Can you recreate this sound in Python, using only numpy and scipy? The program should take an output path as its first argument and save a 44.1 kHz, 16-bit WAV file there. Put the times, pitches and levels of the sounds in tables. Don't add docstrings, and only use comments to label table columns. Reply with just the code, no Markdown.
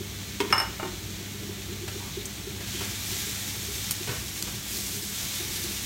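import sys
import numpy as np
from scipy import signal
from scipy.fft import rfft, irfft, next_fast_len
from scipy.io import wavfile

SR = 44100
rng = np.random.default_rng(int(sys.argv[2]) if len(sys.argv) > 2 else 0)


def wav_out(sig):
    wavfile.write(sys.argv[1], SR, np.round(np.clip(np.atleast_2d(sig).T, -1, 1) * 32767).astype(np.int16))


N = 258045
CUTOFF_HZ = 15800


def from_db(db):
    return 10 ** (np.asarray(db) / 20)


def unit_rms(x):
    return x / np.sqrt(np.mean(x ** 2) + 1e-20)


def drift(rate_hz):
    hop, warmup = 40, 2000
    pole = np.exp(-2 * np.pi * rate_hz * hop / SR)
    noise = rng.standard_normal(N // hop + warmup + 2)
    slow = signal.lfilter([1], [1, -2 * pole, pole * pole], noise)[warmup:]
    return np.interp(np.arange(N) / hop, np.arange(len(slow)), unit_rms(slow))


def colour(x, spectrum):
    hz, db = np.transpose(spectrum)
    size = next_fast_len(N)
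    bins_hz = np.maximum(np.fft.rfftfreq(size, 1 / SR), 1)
    gain = from_db(np.interp(np.log(bins_hz), np.log(hz), db))
    low_cut = np.minimum(bins_hz / hz[0], 1) ** 2
    return unit_rms(irfft(rfft(x, size) * gain * low_cut, size)[:N])


def band(x, low_hz, high_hz, order=2):
    sos = signal.butter(order, [low_hz, min(high_hz, .45 * SR)], "band", fs=SR, output="sos")
    return signal.sosfilt(sos, x + 1e-18)


def ring(x, hz, t60_s):
    radius, angle = from_db(-60 / (t60_s * SR)), 2 * np.pi * hz / SR
    return signal.lfilter([0, np.sin(angle)], [1, -2 * radius * np.cos(angle), radius ** 2], x + 1e-18)


def strike(clicks, modes):
    return sum((-1) ** k * from_db(db) * ring(clicks, hz, t60_s)
               for k, (hz, db, t60_s) in enumerate(modes))


def add(track, at_s, sound):
    start = round(at_s * SR)
    track[start:start + len(sound)] += sound[:N - start]


def burst(t20_s):
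    t = np.arange(SR // 2) / SR
    return rng.standard_normal(len(t)) * 10 ** (-t / t20_s)


def contact(hardness_hz):
    push = np.exp(-2 * np.pi * hardness_hz * np.arange(SR // 100) / SR)
    return push / push.sum()


def grains(per_s, spread_db):
    born = rng.random(N) < per_s / SR
    size_db = spread_db * np.minimum(rng.exponential(1, N), 6)
    return born * from_db(size_db) * rng.choice([-1, 1], N)


def kitchen(x, wet_db, low_t60_s=0.35, high_t60_s=0.15):
    t = np.arange(SR // 2) / SR
    walls = rng.standard_normal(len(t)) * (t > .004)
    low = band(walls, 118, 3250) * from_db(-60 * t / low_t60_s)
    high = band(walls, 2220, CUTOFF_HZ) * from_db(-60 * t / high_t60_s)
    tail = low + from_db(-2.5) * high
    return x + from_db(wet_db) * signal.fftconvolve(x, tail / np.linalg.norm(tail))[:N]


# f/Hz, relative density/dB
RUMBLE_SPECTRUM = [(25, -40), (38, -28), (51, -1.5), (67, 1.5), (80, -3.5), (108, -2.5), (122, -2),
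                   (168, -6.5), (202, -0.5), (250, -12.5), (300, -7), (345, -25.5), (480, -20), (1200, -25)]
# f/Hz, rms level/dB
HUM_PARTIALS = [(98.4, -46), (197.5, -54)]


def stove(waver_db=2.0, waver_rad=0.66):
    t = np.arange(N) / SR
    out = from_db(-39.5) * colour(rng.standard_normal(N), RUMBLE_SPECTRUM)
    for hz, db in HUM_PARTIALS:
        amplitude = np.sqrt(2) * from_db(db + waver_db * drift(1))
        out += amplitude * np.sin(2 * np.pi * hz * t + waver_rad * drift(1.36))
    return out


# t/s, rms level at crest/dB
BIG_BUBBLES = [(0.003, -35), (0.504, -31.5), (1.34, -39), (1.716, -36.5), (1.831, -34.5), (1.954, -36),
               (2.469, -34.5), (2.744, -39), (3.681, -37), (4.004, -37.5), (5.643, -38.5)]


def pot():
    lesser_per_s, lesser_db, spread_db = 4.0, -44.0, 4
    bubble_hz, spread_hz = 372.4, 18
    swell_s, rise_per_s = .008, 2.5
    out, t = np.zeros(N), np.arange(SR // 5) / SR
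    envelope = (t / swell_s * np.exp(1 - t / swell_s)) ** 2
    murmur = unit_rms(band(rng.standard_normal(N), 302, 426.5, order=3) * from_db(4.0 * drift(21.5)))
    born = np.flatnonzero(rng.random(N) < lesser_per_s / SR)
    size, detune, phase = rng.standard_normal((3, N))
    lesser = [(i / SR, lesser_db + spread_db * size[i]) for i in born]
    for at_s, db in BIG_BUBBLES + lesser:
        i = round(at_s * SR)
        pitch_hz = (bubble_hz + spread_hz * detune[i]) * (1 + rise_per_s * (t - swell_s))
        cycles = np.cumsum(pitch_hz) / SR + phase[i]
        add(out, at_s, np.sqrt(2) * from_db(db) * envelope * np.sin(2 * np.pi * cycles))
    return out + from_db(-52.5) * murmur


# t/s, ring drive/dB, clack drive/dB, hardness/Hz, thud drive/dB
DISH_TOUCHES = [(0.5255, -10, -7.5, 8000, -49), (0.5800, -12, -20.5, 7950, -29),
                (0.6000, -13, -20.5, 8000, -51), (0.6122, -27, -21, 4000, -45),
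                (0.6255, -21, -29, 3500, -51), (0.7969, -45, -22, 2000, -48.5),
                (0.8291, -49, -22, 2000, -23.5), (0.8480, -48, -31, 1800, -28)]
# f/Hz, gain/dB, t60/s
DISH_MODES = [(2900, -39, 0.3), (5274, -18.5, 0.52), (5190, -12.5, 0.041), (5282, -6, 0.054),
              (5480, -20, .04), (8600, -21.5, 0.097), (11400, -18, 0.033)]
# f/Hz, relative gain/dB, t60/s
COUNTER_MODES = [(583, -15, 0.077), (731, -15.5, 0.11), (900, -15.5, 0.1), (1035, -13, 0.073),
                 (1077, -8, 0.048), (1255, -4.5, 0.064), (1424, 2, 0.02), (1563, -7, 0.057),
                 (1725, -10, 0.045), (1870, -8, 0.057), (2108, -8.5, 0.064), (2320, -6, 0.043),
                 (2854, -5.5, 0.085), (2913, -6, 0.058), (3880, -31, .04)]


def dish():
    china, counter, crack, thuds = np.zeros((4, N))
    for at_s, ring_db, clack_db, hardness_hz, thud_db in DISH_TOUCHES:
        add(china, at_s, from_db(ring_db) * contact(2 * hardness_hz))
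        add(counter, at_s, from_db(clack_db) * contact(hardness_hz))
        add(crack, at_s, from_db(clack_db) * band(burst(t20_s=0.0071), 620, 0.18 * hardness_hz + 900))
        add(thuds, at_s, from_db(thud_db) * contact(hardness_hz=900))
    clack = from_db(-7.5) * strike(counter, COUNTER_MODES) + from_db(8.0) * crack
    cupboard = ring(thuds, hz=357, t60_s=0.043)
    return kitchen(strike(china, DISH_MODES), wet_db=-4.5) + kitchen(clack + cupboard, wet_db=-7.5)


# t/s, ring drive/dB, scuff drive/dB, scuff t20/s, grate drive/dB
PAN_HITS = [(0.4026, -18.5, -28.5, 0.017, -49), (0.41, -31, -34.5, .02, -50), (0.504, -43, -38, 0.033, -41),
            (1.879, -54, -38.5, 0.032, -33.5), (2.605, -41, -41.5, 0.046, -55),
            (2.808, -33, -37, 0.059, -35.5), (4.074, -50, -35, 0.039, -43),
            (4.091, -32.5, -39, 0.14, -26.5), (4.475, -47, -42.5, 0.044, -46),
            (4.536, -48, -60, 0.035, -32.5)]
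# f/Hz, gain/dB, t60/s
PAN_MODES = [(285, -6, .06), (400, -1, .065), (930, -6, .045), (1015, -5, .05), (1460, -16, .07),
             (1850, -13, .06), (2135, -12, .07), (2528, -5, .045), (3150, -9, .07), (3430, -8, .05),
             (6380, -21, .08)]


def pan():
    knocks, scuffs, jolts = np.zeros((3, N))
    for at_s, ring_db, scuff_db, t20_s, grate_db in PAN_HITS:
        add(knocks, at_s, from_db(ring_db) * contact(hardness_hz=9500))
        add(scuffs, at_s, from_db(scuff_db) * burst(t20_s))
        add(jolts, at_s, from_db(grate_db) * contact(hardness_hz=600))
    rasp = from_db(12.5) * band(scuffs, 850, 3340, order=1)
    body = from_db(8) * band(scuffs, 370, 880)
    grate = ring(jolts, hz=125.7, t60_s=0.25)
    return strike(knocks, PAN_MODES) + rasp + body + grate


# t/s, length/s, rms level at crest/dB, upper band edge/Hz
SPATULA_STROKES = [(1.99, 0.1, -47, 1015), (2.111, 0.14, -47, 4020), (2.698, 0.17, -44, 3300),
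                   (4.075, 0.1, -54, 2010)]


def spatula():
    out = np.zeros(N)
    for at_s, length_s, db, high_hz in SPATULA_STROKES:
        slips = unit_rms(band(grains(per_s=1700, spread_db=-0.5), high_hz / 1.1, high_hz, order=1))
        envelope = signal.windows.tukey(round(length_s * SR))
        add(out, at_s, from_db(db) * envelope * slips[:len(envelope)])
    return out


# t/s, initial rms level/dB, low edge/Hz, high edge/Hz, t20/s
OIL_SPITS = [(1.879, -39, 2300, 5500, .04), (2.2552, -30, 6200, 8200, .016),
             (3.9098, -16, 3800, 14500, .007), (3.9165, -25.5, 4600, 14000, .018),
             (4.4252, -18, 3700, 7800, .003)]


def spits():
    out = np.zeros(N)
    for at_s, db, low_hz, high_hz, t20_s in OIL_SPITS:
        spray = band(burst(t20_s), low_hz, high_hz, order=1)
        power_share = (high_hz - low_hz) / (SR / 2)
        add(out, at_s, from_db(db) * spray / np.sqrt(power_share))
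    return out


def wetness(at_s, push_s, drying_s=0.43):
    t = np.arange(N) / SR - at_s
    return np.clip(t / push_s, 0, 1) * np.exp(-np.maximum(t - push_s, 0) / drying_s)


# f/Hz, relative density/dB
SIZZLE_SPECTRUM = [(450, -14.5), (750, -8.5), (1100, -9.5), (1700, -3), (2400, 0.75), (2750, -0.5),
                   (3500, 3.5), (4300, 1.5), (4900, -3.5), (5500, 0), (6500, 1), (7600, -3), (9000, -13.5),
                   (14000, -33)]
# f/Hz, relative density/dB
FIZZ_SPECTRUM = [(2000, -19), (5000, 3), (7500, 3), (9500, 0.5), (11500, 1), (13500, -0.5), (16000, -2.5)]
# t/s, push length/s, sizzle level/dB, fizz level/dB
FOOD_TURNS = [(0.08, 0.18, -46.5, -56), (1.85, 0.079, -49, -48), (2.58, 0.27, -38.5, -38.5),
              (2.98, 0.16, -38, -35.5), (3.63, 0.13, -42.5, -39.5), (4.06, 0.045, -50.5, -43.5),
              (4.30, .06, -46, -42), (4.64, 0.14, -41, -34.5), (5.11, .1, -38, -37),
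              (5.49, 0.046, -45, -38), (5.68, .05, -42, -41.5)]


def frying(rest_sizzle_db=-43.5, rest_fizz_db=-59):
    sizzle_power, fizz_power = from_db(rest_sizzle_db) ** 2, from_db(rest_fizz_db) ** 2
    for at_s, push_s, sizzle_db, fizz_db in FOOD_TURNS:
        juice = wetness(at_s, push_s)
        sizzle_power = sizzle_power + juice * from_db(sizzle_db) ** 2
        fizz_power = fizz_power + juice * from_db(fizz_db) ** 2
    surge_db = 0.67 * drift(rate_hz=20)
    sizzle = colour(grains(per_s=11000, spread_db=2.5), SIZZLE_SPECTRUM) * np.sqrt(sizzle_power)
    fizz = colour(grains(per_s=7000, spread_db=2.0), FIZZ_SPECTRUM) * np.sqrt(fizz_power)
    return (sizzle + fizz) * from_db(surge_db)


def scene():
    mono = kitchen(frying() + spatula(), wet_db=-7.5)
    mono += kitchen(pan(), wet_db=-8.5)
    mono += kitchen(spits(), wet_db=-13)
    mono += dish()
    mono += kitchen(pot(), wet_db=-9.0)
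    mono += stove()
    return np.stack([mono, mono])


def record(dry):
    notch_hz, width_hz, depth = 10370, 800, .5
    notched = dry - depth * band(dry, notch_hz - width_hz / 2, notch_hz + width_hz / 2, order=1)
    low_pass = signal.ellip(12, .1, 80, CUTOFF_HZ, fs=SR, output="sos")
    return signal.sosfilt(low_pass, notched)


dry = scene()
out = record(dry)
wav_out(out)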